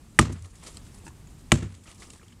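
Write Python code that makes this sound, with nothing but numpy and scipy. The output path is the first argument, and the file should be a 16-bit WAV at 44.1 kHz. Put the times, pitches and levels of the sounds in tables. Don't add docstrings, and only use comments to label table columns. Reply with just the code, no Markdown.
import sys
import numpy as np
from scipy import signal
from scipy.fft import rfft, irfft, next_fast_len
from scipy.io import wavfile
from scipy.ndimage import uniform_filter1d, map_coordinates

SR = 44100
rng = np.random.default_rng(int(sys.argv[2]) if len(sys.argv) > 2 else 0)


def master(y):
    cut = np.clip(np.atleast_2d(y).T, -1, 1)
    pcm = np.round(cut * 32767)
    wavfile.write(sys.argv[1], SR, pcm.astype(np.int16))


def level_to_linear(level):
    exponent = np.asarray(level, float) / 20
    return 10 ** exponent


N = 105840

# (frequency [Hz], level [dB])
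AIR_COLOUR = [(12, -32.5), (20, -0.5), (65, -3.5), (234, -14), (542, -31), (780, -31.5), (1400, -35.5),
              (9140, -46), (14300, -46), (16000, -53)]
# (time [s], level [dB])
LEAF_STIR = [(0, -68.5), (.17, -66.5), (.34, -56.5), (.42, -58), (.46, -56.5), (.58, -59), (.68, -53.5),
             (.8, -59.5), (.9, -63), (1.06, -62), (1.13, -73), (1.38, -66), (1.5, -67), (1.72, -58.5),
             (1.82, -62.5), (1.88, -59), (2.05, -57), (2.4, -69.5)]
# (frequency [Hz], level [dB])
LEAF_COLOUR = [(180, -32), (300, 2.5), (631, -7.5), (1260, -4.5), (1490, -18), (1730, -9), (7880, -13.5),
               (10100, -13), (15500, -48)]
# (time [s], level [dB], pitch [Hz], time to fall 60 dB [s])
FLICKS = [(.743, -53, 1230, 0.025), (.866, -54.5, 2420, .02), (.868, -52, 1570, .02), (1.0, -55, 2700, .02),
          (1.033, -54, 2400, .02), (1.105, -54, 1000, .05), (1.272, -51, 1200, 0.013),
          (1.272, -51, 7000, 0.017), (1.857, -46, 2000, .025), (1.858, -50, 1255, .04),
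          (1.876, -43.5, 2520, .025), (1.878, -51, 1200, .03), (1.906, -48, 2150, .025),
          (2.005, -52.5, 4100, .015), (2.022, -47, 2090, .02), (2.069, -48, 5840, .015),
          (2.104, -41.5, 2890, .015), (2.133, -49.5, 400, 0.028), (2.196, -48, 1693, 0.02),
          (2.214, -50.5, 2240, 0.021), (2.216, -51, 1290, .025), (2.233, -49, 2800, 0.018),
          (2.232, -49.5, 382, .025), (2.284, -44, 3260, 0.0091), (2.326, -50, 3000, 0.022)]
# (time [s], level [dB], pitch [Hz],
# length [s])
DRY_TICKS = [(0.2132, -18, 7400, 0.00083), (0.323, -32.5, 8040, .008), (.296, -35, 600, .01),
             (.667, -42.5, 1280, 0.011), (.63, -44.5, 900, .008), (0.423, -37, 8500, .002),
             (0.4445, -37.5, 2660, .006), (0.554, -43.5, 6000, 0.0048), (0.625, -43.5, 2490, 0.011),
             (.634, -41.5, 8000, 0.0057), (.664, -35.5, 5600, .014), (.745, -45, 7000, .003),
             (.866, -46.5, 3010, 0.0042), (.944, -45.5, 6750, 0.005), (1.05, -48, 8600, 0.0097),
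             (.36, -43, 2500, 0.011), (.77, -44, 1490, 0.0046), (1.066, -43, 5040, 0.005),
             (1.955, -46, 6040, 0.0037), (.458, -45.5, 9000, 0.0056), (.5, -48.5, 7500, .01),
             (1.74, -41.5, 3000, .01), (.985, -46, 9050, 0.0031), (1.079, -42.5, 7480, 0.0053),
             (1.2714, -48.5, 2000, 0.0038), (1.5115, -38, 1800, 0.0015), (1.533, -25, 6800, .001),
             (1.622, -31, 1490, 0.011), (1.722, -43, 6970, .003), (1.749, -40.5, 7300, .003),
             (1.836, -45, 7800, .008), (1.864, -43.5, 2640, 0.036), (1.946, -46, 9050, 0.0032),
             (1.998, -46, 6230, .012), (2.021, -40, 3020, 0.013), (2.1016, -35.5, 5400, 0.0035),
             (2.136, -46.5, 1800, 0.0017), (2.228, -46, 1464, .004), (2.281, -45.5, 4490, 0.0017),
             (2.321, -48.5, 2610, 0.0074)]
# (pitch [Hz], level [dB], time to fall 60 dB [s])
TWIG_TONES = [(3120, -40, 0.013), (4250, -34, 0.013), (4900, -35.5, 0.011), (7760, -40, 0.014),
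              (8500, -41.5, 0.018), (9700, -43, 0.011), (12000, -44, .006)]
# (time [s], level [dB])
HANDLE_KNOCKS = [
    (1.0655, -39.5),
    (1.0774, -39.5),
    (1.087, -53),
]
# (pitch [Hz], level [dB], time to fall 60 dB [s])
HANDLE_TONES = [(323, -1, 0.039), (600, -6, .02), (900, 2.5, 0.026), (1200, -5.5, 0.022), (1450, -1, .022),
                (1700, -2.5, 0.029), (2210, -8, .015), (2700, 0.5, 0.015)]
# (time [s], thump level [dB], rebound level [dB])
AXE_BLOWS = [
    (0.1896, 0.23, -12.5),
    (1.518, 0.2, -12),
]
# (delay [s], pitch [Hz], level [dB], time to fall 60 dB [s])
EDGE_TONES = [
    [(-.0006, 1900, 5, 0.0096), (0.002, 3000, -7, .012), (0.0022, 8075, -2.5, 0.0046),
     (0.0014, 9000, -8.5, 0.0069), (.003, 1210, -3.5, .032), (0.0043, 5900, -17, 0.013),
     (.004, 600, -24, 0.049), (0.002, 4400, -23, 0.029), (.004, 870, -18, 0.024), (-.0006, 2250, -9, .01),
     (.003, 1030, -11.5, 0.031)],
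    [(0, 2000, -4, .011), (.001, 3036, -1.5, 0.0097), (.001, 3606, -9.5, 0.012),
     (.001, 6900, -13.5, 0.0091), (.0012, 8950, -14.5, .01), (.002, 1084, -11, 0.026),
     (.003, 600, -21, 0.085), (.0005, 2300, -5, .012), (.002, 811, -12, .025), (.002, 1324, -18, 0.04),
     (.001, 4760, -14, .01), (.002, 487, -16, .03), (.002, 950, -17.5, 0.017)],
]
SPLINTER_DB = [-10.5, -10]
# (frequency [Hz], level [dB])
FIRST_SPLINTER_COLOUR = [(240, -36), (400, -10.5), (697, -9.5), (1140, -12), (3120, -13), (5350, -21),
                         (7870, -15), (9920, -17), (16000, -47)]
SECOND_SPLINTER_COLOUR = [(240, -30), (500, 0), (1100, -9.5), (3100, -6), (4600, -15.5), (7500, -14.5),
                          (11000, -21), (16000, -39)]
LOG_PITCHES = [66, 98, 118, 135, 158, 222, 246, 330, 410]
LOG_DELAYS = [.0025, .0076, .0048, .0046, .0029, .0057, .0038, .0036, .004]
# (level [dB], time to fall 60 dB [s])
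LOG_TONES = [(-10.5, 0.24), (-14, .4), (-23, 0.35), (-5, 0.11), (-15, .3), (-10, .11), (-20.5, .22),
             (-11.5, .1), (-20, .1)]
SECOND_LOG_SHIFT = [-.6, -1.8, -2, 1.5, -.4, .6, -0.36, -1.1, -2.2]
# (time [s], level [dB], pitch [Hz], time to fall 60 dB [s])
LOG_ROCKS = [(0.284, -16, 96, .09), (.29, -24.5, 264, .13), (.34, -30.5, 160.4, 0.17),
             (1.578, -27, 207, 0.06), (1.62, -25, 236, .1), (1.6, -22, 146, .12), (0.329, -24.5, 94, 0.23),
             (0.361, -26, 87.7, 0.33), (0.411, -19.5, 89.7, 0.15), (.445, -24.5, 92, 0.086),
             (.506, -27, 45, 0.11), (1.655, -26, 90.5, 0.16), (1.685, -26, 96, 0.13),
             (1.718, -27, 95.3, .16), (1.762, -30.5, 85, 0.18), (1.81, -40, 84.5, 0.16)]
ECHO_DB = [-20.5, -22.5]
# (frequency [Hz], level [dB])
FIRST_ECHO_COLOUR = [(120, -28.5), (200, 0), (769, -23), (1170, -19), (1510, -23), (7350, -29),
                     (13400, -46), (15500, -66)]
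SECOND_ECHO_COLOUR = [(120, -22), (200, 0.8), (700, -22), (1500, -23.5), (3200, -24), (5000, -29),
                      (7350, -25), (13400, -47), (15800, -58.5)]
# (frequency [Hz], time to fall 60 dB [s])
ECHO_T60 = [(200, .45), (500, .45), (1500, .5), (7000, 0.3), (13000, .28)]
ECHO_STRETCH = [.9, 1]


def unit(x):
    return x / np.sqrt(np.mean(x ** 2) + 1e-20)


def along(points, hz):
    f, v = np.transpose(points)
    return np.interp(np.log(hz + 1), np.log(f + 1), v)


def coloured(x, spectrum):
    size = next_fast_len(len(x) + 4096)
    gain = level_to_linear(along(spectrum, np.fft.rfftfreq(size, 1 / SR)))
    return irfft(rfft(x, size) * gain, size)[:len(x)]


def noise(length, spectrum):
    return unit(coloured(rng.standard_normal(length), spectrum))


def wobble(rate):
    knots = rng.standard_normal(int(N * rate / SR) + 4)
    return map_coordinates(knots, [np.arange(N) * rate / SR])


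def since(s):
    t = np.arange(N) / SR - s
    return np.maximum(t, 0), t > 0


def ring(s, hz, db, t60, rise):
    t, on = since(s)
    swell = 1 - np.exp(-t / rise)
    return -level_to_linear(db - 60 * t / t60) * on * swell * np.sin(2 * np.pi * hz * t)


def dying(spectrum, t60s):
    hz, t, z = signal.stft(noise(SR, spectrum), SR, nperseg=256)
    fade = level_to_linear(-60 * t / along(t60s, hz)[:, None])
    return signal.istft(z * fade, SR, nperseg=256)[1][:SR]


def air():
    whine = level_to_linear(-78 + 1.5 * wobble(17)) * np.sin(2 * np.pi * 14050 * np.arange(N) / SR)
    hiss = level_to_linear(-48.5 + 1.5 * wobble(3)) * noise(N, AIR_COLOUR)
    return hiss + whine


def leaves():
    s, db = np.transpose(LEAF_STIR)
    stir_db = np.interp(np.arange(N) / SR, s, db) + 2.0 * wobble(25)
    flares = np.zeros(N)
    at, size = rng.random((160, 2)).T
    flares[(at * N).astype(int)] = -np.log(size)
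    flares = np.convolve(flares, np.exp(-np.arange(SR // 100) / SR / .002))[:N]
    z = signal.stft(rng.standard_normal(N) * (1 + .6 * flares), nperseg=256)[2]
    patches = uniform_filter1d(rng.standard_normal(z.shape), size=10, axis=0)
    patches = uniform_filter1d(patches, size=8, axis=1)
    hiss = signal.istft(z * level_to_linear(2.3 * unit(patches)), nperseg=256)[1][:N]
    return level_to_linear(stir_db + 0.85) * unit(coloured(hiss, LEAF_COLOUR))


def flicks():
    return sum(ring(s, hz * detune, db, t60, 0.0011)
               for s, db, hz, t60 in FLICKS for detune in (.97, 1.04))


def crumple(hz, span):
    t = np.arange(SR // 10) / SR
    length = max(span, 1 / 1000)
    count = (30, 1)
    wait = 2 * length * rng.random(count) ** 2
    pitch = np.clip(hz * np.exp(.5 * rng.standard_normal(count)), 400, 11500)
    size = level_to_linear(2.2 * rng.standard_normal(count))
    age = np.maximum(t - wait, 0)
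    fade = np.exp(-wait / length - age * pitch / 2.2)
    swell = 1 - np.exp(-age * pitch)
    rings = (size * fade * swell * np.sin(2 * np.pi * pitch * age)).sum(axis=0)
    crisp = [(f, along(LEAF_COLOUR, f) - min(4.5 * np.log2(f / hz) ** 2, 16))
             for f in np.geomspace(200, 16000, num=20)]
    puff = noise(len(t), crisp) * np.exp(-t / length) * (1 - np.exp(-t / (0.42 * length)))
    return rings * np.sqrt(length / .012) + level_to_linear(2.5) * puff


def ticks():
    out = np.zeros(N + SR)
    for s, db, hz, span in DRY_TICKS:
        tick = level_to_linear(db - 6.5) * crumple(hz, span)
        out[round(s * SR):][:len(tick)] += tick
    return out[:N]


def twig():
    return sum(ring(.77, hz, db, t60, 0.00048) for hz, db, t60 in TWIG_TONES)


def handle():
    return sum(ring(s, hz * rng.normal(1, 0.027), db + level + rng.normal(0, 1.3), t60, 0.00084)
               for s, db in HANDLE_KNOCKS for hz, level, t60 in HANDLE_TONES)


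def rocking():
    return sum(ring(s, hz, db, t60, 0.009) for s, db, hz, t60 in LOG_ROCKS)


def trunks(s, db, colour, stretch):
    t60s = [(hz, t60 * stretch) for hz, t60 in ECHO_T60]
    echo = dying(colour, t60s) * level_to_linear(2.5 * wobble(160)[:SR])
    swell = 1 - np.exp(-np.arange(SR) / SR / .003)
    out = np.zeros(N + 2 * SR)
    out[round(s * SR):][:SR] = level_to_linear(db) * echo * swell
    return out[:N]


def thump(s, db, rebound_db, shifts):
    out = np.zeros(N)
    rise, rebound_s = 0.0018, .106
    for hz, delay, (level, t60), shift in zip(LOG_PITCHES, LOG_DELAYS, LOG_TONES, shifts):
        out += ring(s + delay, hz, db + level + shift, t60, rise)
        out += ring(s + rebound_s + delay * .5, hz * 1.05, rebound_db + level, 0.75 * t60, rise)
    return out


def splintering(s, db, colour):
    t, on = since(s)
    return on * level_to_linear(db - 60 * t / .03) * (1 - np.exp(-t / .001)) * noise(N, colour)


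def bite(s, tones):
    return sum(ring(s + delay, hz, db, t60, 0.00046) for delay, hz, db, t60 in tones)


def axe():
    splinter_colours = [FIRST_SPLINTER_COLOUR, SECOND_SPLINTER_COLOUR]
    echo_colours = [FIRST_ECHO_COLOUR, SECOND_ECHO_COLOUR]
    log_shifts = [np.zeros(len(LOG_TONES)), SECOND_LOG_SHIFT]
    out = np.zeros(N)
    for i, (s, thump_db, rebound_db) in enumerate(AXE_BLOWS):
        out += bite(s, EDGE_TONES[i])
        out += splintering(s, SPLINTER_DB[i], splinter_colours[i])
        out += thump(s, thump_db, rebound_db, log_shifts[i])
        out += trunks(s, ECHO_DB[i], echo_colours[i], ECHO_STRETCH[i])
    ground = signal.butter(2, 50, "high", fs=SR, output="sos")
    return signal.sosfilt(ground, out) + rocking()


def scene():
    background = air() + leaves()
    small_sounds = flicks() + ticks() + twig() + handle()
    return (background + small_sounds + axe())[None]


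def low_pass(x):
    return signal.sosfilt(signal.butter(12, 16520, fs=SR, output="sos"), x)


def record(dry):
    hz = np.fft.rfftfreq(2 * N, 1 / SR)
    port_hz, width_hz, low_hz = 7800, 2500, 35
    port = 1 + level_to_linear(1.5) * 1j * hz * width_hz / (port_hz ** 2 - hz ** 2 + 1j * hz * width_hz)
    low_cut = (1j * hz / (low_hz + 1j * hz)) ** 2
    x = irfft(rfft(dry, 2 * N) * port * low_cut)[:, :N]
    duck_db, hold_s, back_s = -5.5, .25, .12
    for s in np.transpose(AXE_BLOWS)[0]:
        t, on = since(s)
        release = np.exp(-(np.maximum(t - hold_s, 0) / back_s) ** 2)
        x = x * level_to_linear(duck_db * on * (1 - np.exp(-t / 0.015)) * release)
    x = x / (1 + np.abs(x / 1.1) ** 6) ** (1 / 6)
    x = signal.sosfilt(signal.butter(2, 13000, fs=SR, output="sos"), x)
    x = irfft(rfft(x, 2 * N) * (hz < 15900))[:, :N]
    return low_pass(x)


dry = scene()
out = record(dry)
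master(out)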